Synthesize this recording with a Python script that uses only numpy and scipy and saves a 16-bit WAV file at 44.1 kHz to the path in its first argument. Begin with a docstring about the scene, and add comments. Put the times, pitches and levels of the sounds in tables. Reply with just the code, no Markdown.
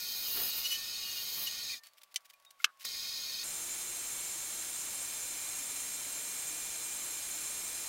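"""A mid hiss that sizzles and squeals with pressure: sandpaper held by hand against wood spinning on a
lathe, close to one microphone in a dry workshop. The grit rings many narrow resonances, and the paper
squeals where it sticks and slips. A pause brings handling ticks and two sharp knocks; then the hiss
returns and jumps to a higher, steady voice. Behind it lie faint room tone and, for the first few
seconds, a thin whine that glides down."""
import sys
import numpy as np
from scipy import signal
from scipy.fft import rfft, irfft
from scipy.io import wavfile
from scipy.ndimage import uniform_filter1d

SR = 44100
rng = np.random.default_rng(int(sys.argv[2]) if len(sys.argv) > 2 else 0)


def digitize_waveform(pressure):
    """Quantize a signal to 16-bit integers and store it at the path in sys.argv[1].

    Rows of a 2-D input are taken as channels; values are limited to [-1, 1].
    """
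    field = np.atleast_2d(pressure).T
    bounded = np.clip(field, -1, 1)
    quanta = np.round(bounded * 32767).astype(np.int16)
    wavfile.write(sys.argv[1], SR, quanta)


N = 347508
TIME = np.arange(N) / SR
FREQ = np.arange(N // 2 + 1) * SR / N

# paper on the wood, two low strokes and a high one: (start [s], end [s], release [s], level [dB])
STROKES = [(-.02, 1.806, .085, -39.5), (2.838, 3.444, .01, -39.5), (3.428, 8, .01, -39.1)]
# stick-slip squeals: (middle [s], length [s], pitch [Hz], level [dB])
SQUEALS = [(0.53, 0.033, 3860, -43), (0.66, 0.027, 2934, -34), (0.726, 0.038, 2955, -33),
           (0.757, 0.027, 3000, -39.5), (1.477, 0.017, 2930, -35)]


def sanding(attack_s=0.014):
    """Close to the microphone, grit scrapes the spinning wood and rings fixed resonances."""
    # broad rub of the lower and the higher hiss: (frequency [Hz], level [dB])
    low_rub = [(30, -28.5), (120, -29), (300, -29.5), (700, -31), (1500, -30.5), (2200, -28.5), (3500, -22),
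               (6000, -22.5), (7300, -26.0), (10000, -25.5), (12000, -25.5), (14500, -22), (16000, -24.5)]
    high_rub = [(30, -26.5), (200, -27), (300, -26), (500, -25.1), (1300, -23.5), (3500, -23.0),
                (4500, -24.5), (5600, -23), (8000, -20.5), (10000, -22.5), (12000, -24), (14000, -24),
                (16000, -26.5)]
    # resonances standing on each rub: (frequency [Hz], width [Hz], level [dB])
    low_modes = [(1130, 12, -16.7), (1440, 12, -14.3), (1806, 20, -19.4), (1872, 20, -13.3),
                 (2142, 13, -12.1), (2451, 98, -13.0), (2520, 43, -18.7), (3117, 12, -6.5), (3260, 90, -17),
                 (3607, 54, -9.6), (3759, 49, -13.8), (3872, 52, -4.6), (4027, 18, -2.3), (4282, 13, -1.4),
                 (4394, 59, -1.5), (4537, 32, -5.1), (4791, 19, -11.4), (4983, 74, -4.7), (5043, 19, 0.0),
                 (5486, 181, -13.1), (5720, 15, -10), (5862, 20, -15.4), (5971, 24, -16.5),
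                 (6234, 14, -7.1), (6466, 69, -8.0), (6618, 43, -9.3), (6764, 48, -10.2), (7664, 43, -17.8),
                 (8025, 40, -18.3), (8565, 18, -14.9)]
    high_modes = [(2268, 151, -19.6), (2398, 12, -16.2), (2753, 12, -16.8), (3120, 23, -15.7),
                  (3571, 23, -14.6), (4090, 159, -16.1), (4764, 25, -19.9), (5196, 15, -11.9),
                  (5400, 150, -20), (6001, 73, -14.9), (6270, 69, -15.6), (6446, 46, -7.4),
                  (6541, 25, -9.4), (6711, 20, -4.7), (7139, 15, 0.0), (7300, 14, -5.0), (7339, 119, -7.9),
                  (7573, 34, -7.0), (8318, 106, -7.6), (8403, 30, -3.0), (9185, 207, -16.4),
                  (9536, 17, -11.8), (10399, 18, -11.0), (10728, 59, -10.7), (10818, 45, -8.8),
                  (11028, 72, -13.2), (11275, 83, -13.8), (12790, 70, -20.5), (13380, 100, -21),
                  (14280, 27, -18.4)]
    contact = [undb(db) * held(start, end, attack_s, release) for start, end, release, db in STROKES]
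    low_scrape = grit(scatter_db=0.5, grain_rate=530, waver_db=0.17)
    high_scrape = grit(scatter_db=-0.14, grain_rate=900, waver_db=0.1)
    first = ring(low_scrape, low_rub, touched(low_modes, damped_db=-1.5)) * contact[0]
    second = ring(low_scrape, low_rub, touched(low_modes, tilt_db=-0.5)) * contact[1]
    last = ring(high_scrape, high_rub, high_modes) * contact[2]
    return first + second + last


def touched(modes, tilt_db=0, damped_db=0):
    """The paper's position tilts the modes (dB per octave); the fingers damp those near 5.2 kHz."""
    return [(hz, width, db + tilt_db * np.log2(hz / 4000) + damped_db * np.exp(-((hz - 5200) / 500) ** 2))
            for hz, width, db in modes]


def pressing(build_db=10.5, ease_s=0.037, rush_db=-50.5):
    """The hand leans in harder, then eases off; the pressure adds a top sizzle and a low rush."""
    # pushes of the hand: (peak time [s], build-up [s], sizzle level [dB])
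    pushes = [(.485, .42, -34), (.585, 0.11, -35), (.73, .2, -43), (1.24, 0.42, -41.5), (1.44, 0.27, -38)]
    # spectra of sizzle and rush: (frequency [Hz], level [dB])
    sizzle_colour = [(5290, -24), (9000, -14), (10300, -13), (11100, -10), (12600, -2), (13700, -2),
                     (15100, -0.5), (16000, -5.5)]
    rush_colour = [(25, 2), (60, -1), (400, 1.5), (1000, 0), (2000, -0.5), (3500, -0.5), (8000, -29)]
    # resonances in the sizzle: (frequency [Hz], width [Hz], level [dB])
    sizzle_modes = [(10000, 60, -2), (10960, 70, -1), (11370, 60, 2), (12100, 120, 1), (13800, 110, 1),
                    (13450, 64, 1)]
    # the paper catches once, with a burst of rush: (middle [s], length [s], level [dB])
    catch = (0.393, 0.084, -49.5)
    pressure = np.zeros(N)
    for peak, build, db in pushes:
        leaning = undb(db + build_db * np.minimum(TIME - peak, 0) / build)
        easing = np.exp(-np.maximum(TIME - peak, 0) / ease_s)
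        pressure = np.maximum(pressure, leaning * easing)
    catch_s, catch_length, catch_db = catch
    drag = undb(rush_db) * (pressure / pressure.max()) ** 1.5
    drag += undb(catch_db) * swell(catch_s, catch_length)
    sizzle = ring(grit(scatter_db=1.5, grain_rate=600, waver_db=2.2), sizzle_colour, sizzle_modes)
    rush = ring(grit(scatter_db=2.5, grain_rate=300, waver_db=-1.6), rush_colour)
    return sizzle * pressure + rush * drag


def squeals(chatter_hz=255, chatter_depth=0.14):
    """The paper sticks and slips, its edge chattering; the pitch sags and breaks up as it lifts off."""
    # lift-off chirps: (middle [s], length [s], pitch [Hz], glide [octaves/s], level [dB])
    chirps = [(1.67, .05, 3920, -2, -47), (1.704, .028, 2450, -5, -45), (1.715, .055, 4600, -4, -44),
              (1.738, .026, 2430, -2, -45), (1.74, .03, 3650, -3, -47), (1.742, .04, 2000, -5, -52)]
    pressed = sum(undb(db) * slip(middle, length, hz, glide=0, jitter=0.012, octave_db=-10)
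                  for middle, length, hz, db in SQUEALS)
    lifted = sum(undb(db) * slip(middle, length, hz, glide, jitter=0.028, octave_db=-18)
                 for middle, length, hz, glide, db in chirps)
    return (pressed + lifted) * (1 + chatter_depth * narrow(chatter_hz, width=59.8))


def slip(middle, length, hz, glide, jitter, octave_db):
    """One stick-slip tone with its octave, swelling and fading."""
    age = np.clip(TIME - middle, -3 * length, 3 * length)
    pitch = hz * 2 ** (glide * age) * (1 + jitter * walk(900))
    phase = 2 * np.pi * np.cumsum(pitch) / SR
    return np.sqrt(2) * swell(middle, length) * (np.sin(phase) + undb(octave_db) * np.sin(2 * phase))


def rasp(relative_db=-9):
    """A broad scrape goes with each squeal."""
    # its spectrum: (frequency [Hz], level [dB])
    colour = [(500, -28), (2400, 1), (5000, -1), (10000, 3), (16000, -20)]
    force = sum(undb(db) * swell(middle, length) for middle, length, _, db in SQUEALS)
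    return undb(relative_db) * force * ring(noise(), colour)


def singing(fade_s=0.044):
    """Single resonances sing on while the contact feeds them more strongly."""
    # singing resonances: (start [s], end [s], pitch [Hz], width [Hz], level [dB])
    voices = [(0.23, .68, 2845, 13.9, -52), (.3, 1.6, 2965, 43, -58.5), (0.99, 1.48, 3200, 14, -56),
              (0.998, 1.15, 2848, 7.9, -49), (1.144, 1.225, 2840, 8.8, -44.5), (.4, 1.2, 2585, 25, -59),
              (0.7, 0.88, 1812, 8, -57), (1.62, 1.88, 1812, 9.8, -68.5), (.58, 0.83, 13130, 90, -51),
              (1.15, 1.43, 14000, 40, -54), (4.952, 8, 2400, 6, -59.5)]
    return sum(undb(db) * held(start, end, fade_s, fade_s) * tone(hz, width)
               for start, end, hz, width, db in voices)


def cupped_hand(width_hz=55, level_db=-69, fade_s=0.2):
    """During the last stroke the rubbing sounds faintly in the hollow of the hand."""
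    # the hollow as it opens and closes: (time [s], resonance [Hz])
    hollow = [(3.6, 351), (4.3, 356.6), (4.7, 305), (5.15, 307.4), (5.6, 275.4), (6.3, 277.3), (6.8, 324),
              (7.15, 302), (7.65, 350)]
    centre_hz = np.interp(TIME, *np.transpose(hollow))
    start, end, _, _ = STROKES[-1]
    return undb(level_db) * narrow(centre_hz, width_hz) * held(start, end, fade_s, fade_s)


def knocks(rise_s=0.0012, room_db=-41, room_t60=0.18, echo_top_hz=1550):
    """Two blows ring well-damped modes under a crack; the workshop adds dull echoes and a faint tail."""
    # a light blow, then a heavy one: (time [s], level [dB], t60 [s], crack against ring [dB])
    blows = [(2.159, -25, 0.035, -2.5), (2.643, -15, 0.03, 0)]
    # modes of the two struck parts: (frequency [Hz], level [dB])
    light_modes = [(2000, -13), (2310, -13), (2790, -10), (3070, -1), (3510, -12), (3740, -13), (4550, -10),
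                   (4880, -8), (5590, -7), (6160, 0), (7230, -8), (8260, -13), (8840, -10)]
    heavy_modes = [(1200, -13), (1315, -8), (1450, -9), (1690, -6), (1915, -9), (2180, -7), (2590, 0),
                   (2900, -5), (3030, -3), (3170, -6), (3320, -5), (3630, -6), (4130, -10), (5100, -10),
                   (5370, -9), (6130, -12), (7370, -13)]
    # spectra of the two cracks and the room's tail: (frequency [Hz], level [dB])
    light_crack = [(200, -62), (500, -52), (900, -29), (1750, -30), (2050, -15), (3100, -13), (5500, -7),
                   (7000, -11), (12000, -17), (16000, -25)]
    heavy_crack = [(60, -46), (300, -38), (600, -29), (950, -21), (1300, -13), (2600, -1.5), (3800, -11.5),
                   (5300, -8.5), (7500, -14), (8500, -21), (11500, -17.5), (16000, -34)]
    room_colour = [(100, -34), (700, -17), (1350, 2), (2100, -10), (4000, -15), (12000, -44)]
    # reflections off bench and wall: (delay at the microphone [s], level [dB])
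    echoes = [(.022, -20.5), (0.032, -23), (.046, -29), (.057, -30)]
    parts = [(light_modes, light_crack), (heavy_modes, heavy_crack)]
    direct, tail = np.zeros(N), np.zeros(N)
    for (start, db, t60, crack_db), (modes, crack_colour) in zip(blows, parts):
        body = unit(sum(undb(mode_db) * tone(hz) for hz, mode_db in modes))
        crack = undb(crack_db) * ring(noise(), crack_colour)
        decay = strike(start, rise_s, t60)
        # the strength of the blow sets its energy, whatever the phases of the modes
        direct += undb(db) * np.sqrt(np.mean(decay ** 2)) * unit((body + crack) * decay)
        tail += undb(db + room_db) * ring(noise(), room_colour) * strike(start, 0.018, room_t60)
    dull = signal.sosfilt(signal.butter(6, echo_top_hz, fs=SR, output="sos"), direct)
    return direct + tail + sum(undb(db) * np.interp(TIME - delay, TIME, dull) for delay, db in echoes)


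def ticks(faint_count=6, faint_db=-64, spread_db=3):
    """Dry contacts of fingers and paper crackle briefly; fainter ones fall at random in the pause."""
    # handling contacts: (time [s], level [dB])
    contacts = [(1.834, -50), (1.870, -51.5), (1.934, -57.5), (2.033, -46), (2.1425, -40), (2.334, -51.5),
                (2.449, -53.5), (2.506, -47), (2.850, -31.5)]
    # their spectrum: (frequency [Hz], level [dB])
    colour = [(150, -32), (900, -12), (2200, -1.5), (5000, 0.5), (8000, -4), (15000, -3)]
    pause_start, pause_end = STROKES[0][1], STROKES[1][0]
    faint = [(pause_start + (pause_end - pause_start) * when, faint_db + spread_db * (2 * size - 1))
             for when, size in rng.random((faint_count, 2))]
    force = sum(undb(db) * strike(start, rise=0.00068, t60=0.034) for start, db in list(contacts) + faint)
    return force * ring(grit(scatter_db=3.5, grain_rate=1100, waver_db=0.3), colour)


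def scuffs():
    """Fingers and paper slide briefly: a duller crackle that swells and fades."""
    # soft slides: (middle [s], length [s], level [dB])
    slides = [(1.863, .05, -58.5), (1.983, .018, -56.5), (2.018, 0.013, -58), (2.121, .016, -62),
              (2.257, .018, -54.5), (2.303, 0.015, -53), (2.620, 0.049, -57.5), (2.800, .014, -58),
              (2.821, 0.031, -47.5)]
    # their spectrum: (frequency [Hz], level [dB])
    colour = [(150, -28), (900, -15), (2200, 1.5), (5000, -1), (8000, -6), (15000, -5.5)]
    force = sum(undb(db) * swell(middle, length) for middle, length, db in slides)
    return force * ring(grit(scatter_db=3.5, grain_rate=1100, waver_db=0.5), colour)


def pings(rise_s=0.0034):
    """Small parts ring briefly when touched."""
    # touches: (time [s], pitch [Hz], level [dB], t60 [s])
    touches = [(1.834, 4470, -59, 0.21), (2.336, 2430, -60, 0.067), (2.462, 3740, -58, 0.13),
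               (2.599, 1390, -50, 0.044), (2.600, 2140, -49, .03)]
    return sum(undb(db) * strike(start, rise_s, t60) * tone(hz) for start, hz, db, t60 in touches)


def whine(start_hz=1355, halving_s=11.6, level_db=-73, end_s=3.55, fade_s=0.3):
    """In the background a thin, wavering tone coasts down and fades out."""
    coasting_hz = start_hz / (1 + TIME / halving_s)
    phase = 2 * np.pi * np.cumsum(coasting_hz * (1 + 0.0011 * walk(30))) / SR
    level = undb(level_db + 2.5 * walk(2.9)) * held(0, end_s, fade_s, fade_s)
    return np.sqrt(2) * np.sin(phase) * level


def room_tone(level_db=-71.5):
    """The faint, steady noise of the workshop."""
    # its spectrum: (frequency [Hz], level [dB])
    colour = [(30, -16), (100, -18), (280, -16), (450, -14), (590, 0), (760, -3), (1000, -1.5), (1700, -5),
              (3700, -7.5), (6300, -12.5), (16000, -16)]
    return undb(level_db) * ring(noise(), colour)


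def grit(scatter_db, grain_rate, waver_db):
    """Grains scraping: the force flickers grain_rate times a second and wavers with the hand."""
    return noise() * undb(scatter_db * walk(grain_rate) + waver_db * walk(6.8))


def ring(force, colour, modes=()):
    """Send a force through a body with a broad colour and steep resonances; rms 1."""
    hz, db = np.transpose(colour)
    power = undb(np.interp(np.log(FREQ + 1), np.log(hz), db)) ** 2
    for centre, width, peak_db in modes:
        detune = 1.28 * (FREQ - centre) / width  # width spans the half-power points
        power += (undb(peak_db) / (1 + detune ** 2)) ** 2
    return unit(irfft(rfft(force) * np.sqrt(power), N))


def narrow(hz, width):
    """Noise in one narrow resonance, whose centre may move; rms about 1."""
    phase = 2 * np.pi * np.cumsum(hz * np.ones(N)) / SR
    return walk(width) * np.cos(phase) + walk(width) * np.sin(phase)


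def tone(hz, width=0):
    """A sine of rms 1 whose pitch strays over about width Hz."""
    stray = width * walk(2 * width) if width else np.zeros(N)
    cycles = rng.random() + np.cumsum(hz + stray) / SR
    return np.sqrt(2) * np.sin(2 * np.pi * cycles)


def walk(rate):
    """A smooth random curve that changes about rate times a second; rms 1."""
    step = max(int(SR / rate), 2)
    stairs = np.repeat(rng.standard_normal(N // step + 1), step)
    return unit(uniform_filter1d(stairs, step)[:N])


def strike(start, rise, t60):
    """A quick rise, then an exponential decay."""
    age = TIME - start
    return np.clip(age / rise, 0, 1) * np.exp(-np.log(1000) * np.clip((age - rise) / t60, 0, 10))


def held(start, end, attack, release):
    """Fade in, hold, fade out."""
    return np.clip(np.minimum((TIME - start) / attack, (end - TIME) / release), 0, 1)


def swell(middle, length):
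    """A smooth rise and fall about one moment."""
    return np.exp(-np.square(2 * (TIME - middle) / length))


def noise():
    """White noise."""
    return rng.standard_normal(N)


def undb(db):
    """Decibels to gain."""
    return 10 ** (np.asarray(db) / 20)


def unit(x):
    """Scale to rms 1."""
    return x / np.sqrt(np.mean(x ** 2))


def scene():
    """One microphone close to the lathe, the same in both channels."""
    paper = sanding() + pressing() + squeals() + rasp() + singing() + cupped_hand()
    handling = knocks() + ticks() + scuffs() + pings()
    mono = paper + handling + whine() + room_tone()
    return np.array([mono, mono])


def record(dry):
    """The recorder cuts the treble steeply above 15.8 kHz."""
    return signal.sosfilt(signal.ellip(12, 0.1, 80, 15800, fs=SR, output="sos"), dry)


dry = scene()
out = record(dry)
digitize_waveform(out)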